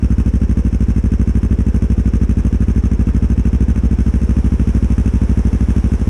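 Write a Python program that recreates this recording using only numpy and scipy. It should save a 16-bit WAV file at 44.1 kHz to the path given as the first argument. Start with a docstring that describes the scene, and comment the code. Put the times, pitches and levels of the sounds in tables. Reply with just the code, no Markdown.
"""From the start, a two-cylinder motorcycle idles on a gravel track, heard from the rider's seat.
Its cylinders fire about half a turn apart into a booming exhaust, and the valves clatter in step.
Meanwhile a second motorcycle, far ahead, drives into a shallow stream, and its drone slowly grows.
At about four seconds a fine hiss steps up and keeps growing slowly to the end."""
import sys
import numpy as np
from scipy.fft import rfft, irfft, next_fast_len
from scipy.io import wavfile
from scipy.ndimage import map_coordinates

SR = 44100
rng = np.random.default_rng(int(sys.argv[2]) if len(sys.argv) > 2 else 0)


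def log_audio(samples):
    """Write samples as a 16-bit WAV file to the path given in sys.argv[1]."""
    # one column per channel
    frames = np.atleast_2d(samples).T
    # limit to full scale, then quantise
    limited = np.clip(frames, -1, 1)
    pcm = np.round(limited * 32767).astype(np.int16)
    wavfile.write(sys.argv[1], SR, pcm)


N = 268569


def exhaust(scatter_db, jitter_s):
    """Each firing lets out a puff of gas, and the puffs make the exhaust pipe boom."""
    # each cylinder's puff in one engine cycle: angle_degrees, level_db, width_s
    cylinders = [(0, 0, .00034), (173.6, -1.5, .00025)]
    # moments when the fuel burns badly: time_s, change_db
    weak_firings = [(.728, -2), (3.76, -5), (4.215, -3), (5.995, -8)]
    # tones at which the pipe and silencer ring: pitch_hz, width_hz, gain_db
    pipe_tones = [(72, 36.81, 58.5), (66.95, 54.83, 56), (38.45, 9, 43.5), (132.5, 4.7, 42),
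                  (159.5, 113.5, 38.5), (231.9, 79.7, 39), (423.4, 56, 21.5), (531.3, 21, 15.5)]
    puffs = np.zeros(N)
    for degrees, db, width_s in cylinders:
        times = crank_times(degrees)
        chance = rng.standard_normal((len(times), 2))
        weak_db = sum(change * (abs(times - s) < .008) for s, change in weak_firings)
        strengths = amp(db + weak_db + scatter_db * chance[:, 0])
        heights = strengths / (width_s * SR * np.sqrt(2 * np.pi))  # a wider puff is lower
        puffs += bumps(times + jitter_s * chance[:, 1], heights, width_s, width_s)
    # the pipe's tones reach the outlet with alternating signs
    return filtered(puffs, lambda f: sum((-1) ** k * amp(db) * resonance(f, hz, width)
                                         for k, (hz, width, db) in enumerate(pipe_tones)))


def clatter(scatter_db, jitter_s, spiky_db, casing_rise_s):
    """Knocks in step with the engine shake its casing and ring small steel parts."""
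    # valve and piston knocks, and one longer gear rattle, in each engine cycle:
    # angle_degrees, rise_s, fall_s, casing_db, steel_db
    knocks = [(17.5, 0.0011, 0.0028, -36.5, -45.5), (149, 0.00069, 0.0018, -45, -52.5),
              (185, 0.00037, 0.0015, -37, -43), (201, 0.012, .015, -41.5, -51),
              (316, 0.00082, 0.0006, -45, -46.5), (617, 0.002, 0.0044, -47, -57)]
    # tone colours of the dull casing and the bright steel: pitch_hz, relative_db
    casing_colour = [(200, -5), (450, 3.5), (700, -0.5), (1250, 0), (1400, -4), (1650, -1), (2050, -5.5),
                     (2600, -4.5), (3250, -12.5), (4300, -24), (7000, -32), (12000, -63)]
    steel_colour = [(3000, -36), (4500, -21.5), (5500, 0), (6300, -0.5), (6900, -7.5), (7600, -8),
                    (8500, -4.5), (9250, -9.5), (9830, -8.5), (10400, -8), (11200, -16.5), (12000, -27),
                    (13600, -17), (15000, -36)]
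    casing_power, steel_power = np.zeros(N), np.zeros(N)
    for degrees, rise, fall, casing_db, steel_db in knocks:
        times = crank_times(degrees)
        chance = rng.standard_normal((len(times), 2))
        times = times + jitter_s * chance[:, 0]
        sizes = amp(scatter_db * chance[:, 1])
        # the heavy casing swells more slowly than the steel
        casing_power += bumps(times, amp(casing_db) * sizes, rise + casing_rise_s, fall) ** 2
        steel_power += bumps(times, amp(steel_db) * sizes, rise, fall) ** 2
    casing = np.sqrt(casing_power) * noise(casing_colour, spiky_db)
    steel = np.sqrt(steel_power) * noise(steel_colour, spiky_db)
    return casing + steel


def ringing(knocks):
    """The engine's metal rings on briefly after each knock."""
    # tones of the metal: pitch_hz, width_hz, gain_db
    metal_tones = [(890, 40, -11), (1260, 68, -5.5), (1530, 95, -0.5), (1700, 50, -5), (2170, 60, -4.5),
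                   (2616, 90, -5), (3200, 70, -7), (6200, 60, 2.5), (6380, 63, 2.5), (8320, 130, -7),
                   (9900, 150, -2), (10400, 110, -2.5)]
    return filtered(knocks, lambda f: 1 + sum(amp(db) * resonance(f, hz, width)
                                              for hz, width, db in metal_tones))


def running_noise(whir_db, rumble_db):
    """Chain and gears whir all the time, and the uneven flow of gas rumbles."""
    # tone colours of the whir and the rumble: pitch_hz, relative_db
    whir_colour = [(100, -14), (250, 11.5), (480, 10), (620, -6), (1000, -8.5), (1600, -11.5), (2600, -15),
                   (3500, -27), (4400, -30.5), (5500, -14), (6300, -26), (7000, -23.5), (10300, -31.5),
                   (11800, -35.5), (15000, -52)]
    rumble_colour = [(10, -17), (25, -7), (70, 7), (110, 2), (220, -9), (400, -12), (700, -40),
                     (2000, -100)]
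    return amp(whir_db) * noise(whir_colour, spiky_db=0.5) + amp(rumble_db) * noise(rumble_colour)


def far_motorcycle(start_distance_m, speed_m_per_s, flutter_db):
    """The second motorcycle drones louder as it comes nearer."""
    # tone colour of the drone: pitch_hz, relative_db
    drone_colour = [(250, -5.5), (450, 0), (560, -0.5), (700, -3), (900, -2.5), (1300, -9), (1550, -8.5),
                    (2000, -14), (3500, -20), (9000, -65)]
    distance_m = np.maximum(start_distance_m - speed_m_per_s * np.arange(N) / SR, 1)
    drone = amp(-47.5 + flutter_db * wobble(24)) * noise(drone_colour)
    return drone * start_distance_m / distance_m


def fine_hiss(step_at_s, rise_s, step_db):
    """A fine hiss steps up at about four seconds and slowly grows."""
    # tone colour of the hiss: pitch_hz, relative_db
    hiss_colour = [(1000, 3), (2500, 0.5), (4300, -14), (5600, 2.5), (7000, -6.5), (10400, -5.5),
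                   (11700, -20), (15000, -31)]
    t = np.arange(N) / SR
    step = np.clip((t - step_at_s) / rise_s, 0, 1)
    growth = 45 / np.maximum(45 - 4.4 * t, 1)
    return amp(-56.5 - step_db * (1 - step)) * growth * noise(hiss_colour)


def crank_times(degrees):
    """The times (s) when the engine's shaft passes an angle of its two-turn, 720-degree cycle."""
    # the idle speed creeps up, sags and recovers: time_s, turns_per_minute
    idle_speed = [(0.0, 1541.7), (2.23, 1529.9), (3.89, 1581.3), (4.79, 1568.8), (5.09, 1521.9),
                  (6.09, 1554.6)]
    first_firing_s = .0258
    t = np.arange(N) / SR
    turns_per_minute = np.interp(t, *np.transpose(idle_speed))
    cycles = np.cumsum(turns_per_minute) / (2 * 60 * SR)
    cycles -= np.interp(first_firing_s, t, cycles) + degrees / 720
    return np.interp(np.arange(np.ceil(cycles[0]), cycles[-1]), cycles, t)


def bumps(times, sizes, rise_s, fall_s):
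    """A bell-shaped bump at each time."""
    index = np.round(times * SR).astype(int)[:, None] + np.arange(-SR // 20, SR // 20)
    lag = index / SR - times[:, None]
    shapes = sizes[:, None] * np.exp(-.5 * (lag / np.where(lag < 0, rise_s, fall_s)) ** 2)
    inside = (index >= 0) & (index < N)
    return np.bincount(index[inside], shapes[inside], N)


def noise(colour, spiky_db=0):
    """Noise of strength 1 with a given tone colour; spiky_db breaks it into tiny hits."""
    pitch_hz, db = np.transpose(colour)
    source = rng.standard_normal(N) * amp(spiky_db * wobble(SR / 32))
    shaped = filtered(source, lambda f: amp(np.interp(np.log(f + 1), np.log(pitch_hz), db)))
    return shaped / np.sqrt(np.mean(shaped ** 2) + 1e-20)


def wobble(rate):
    """A smooth curve through `rate` random points a second."""
    points = rng.standard_normal(int(N * rate / SR) + 4)
    return map_coordinates(points, [np.arange(N) * rate / SR])


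def resonance(f, pitch_hz, width_hz):
    """How one ringing tone answers each frequency f; a narrower one rings longer."""
    return 1j * f * width_hz / (pitch_hz ** 2 - f ** 2 + 1j * f * width_hz)


def filtered(sound, response):
    """Multiply each frequency in a sound by response(frequency)."""
    size = next_fast_len(N + SR // 2)
    return irfft(rfft(sound, size) * response(np.fft.rfftfreq(size, 1 / SR)), size)[:N]


def amp(db):
    """Turn decibels into a volume factor."""
    return 10 ** (np.asarray(db) / 20)


def scene():
    """The idling engine close by, a far drone and a hiss, in one channel."""
    beats = exhaust(scatter_db=-0.03, jitter_s=0.00012)
    knocks = clatter(scatter_db=1.5, jitter_s=.0004, spiky_db=1.2, casing_rise_s=.0012)
    machinery = amp(-1.5) * ringing(knocks) + running_noise(whir_db=-37, rumble_db=-30.5)
    drone = far_motorcycle(start_distance_m=45, speed_m_per_s=4.4, flutter_db=0.56)
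    hiss = fine_hiss(step_at_s=3.95, rise_s=0.076, step_db=12)
    return (beats + machinery + drone + hiss)[None]


def record(dry):
    """Cut away the very highest treble."""
    return filtered(dry[0], lambda hz: hz < 15000)[None]


dry = scene()
out = record(dry)
log_audio(out)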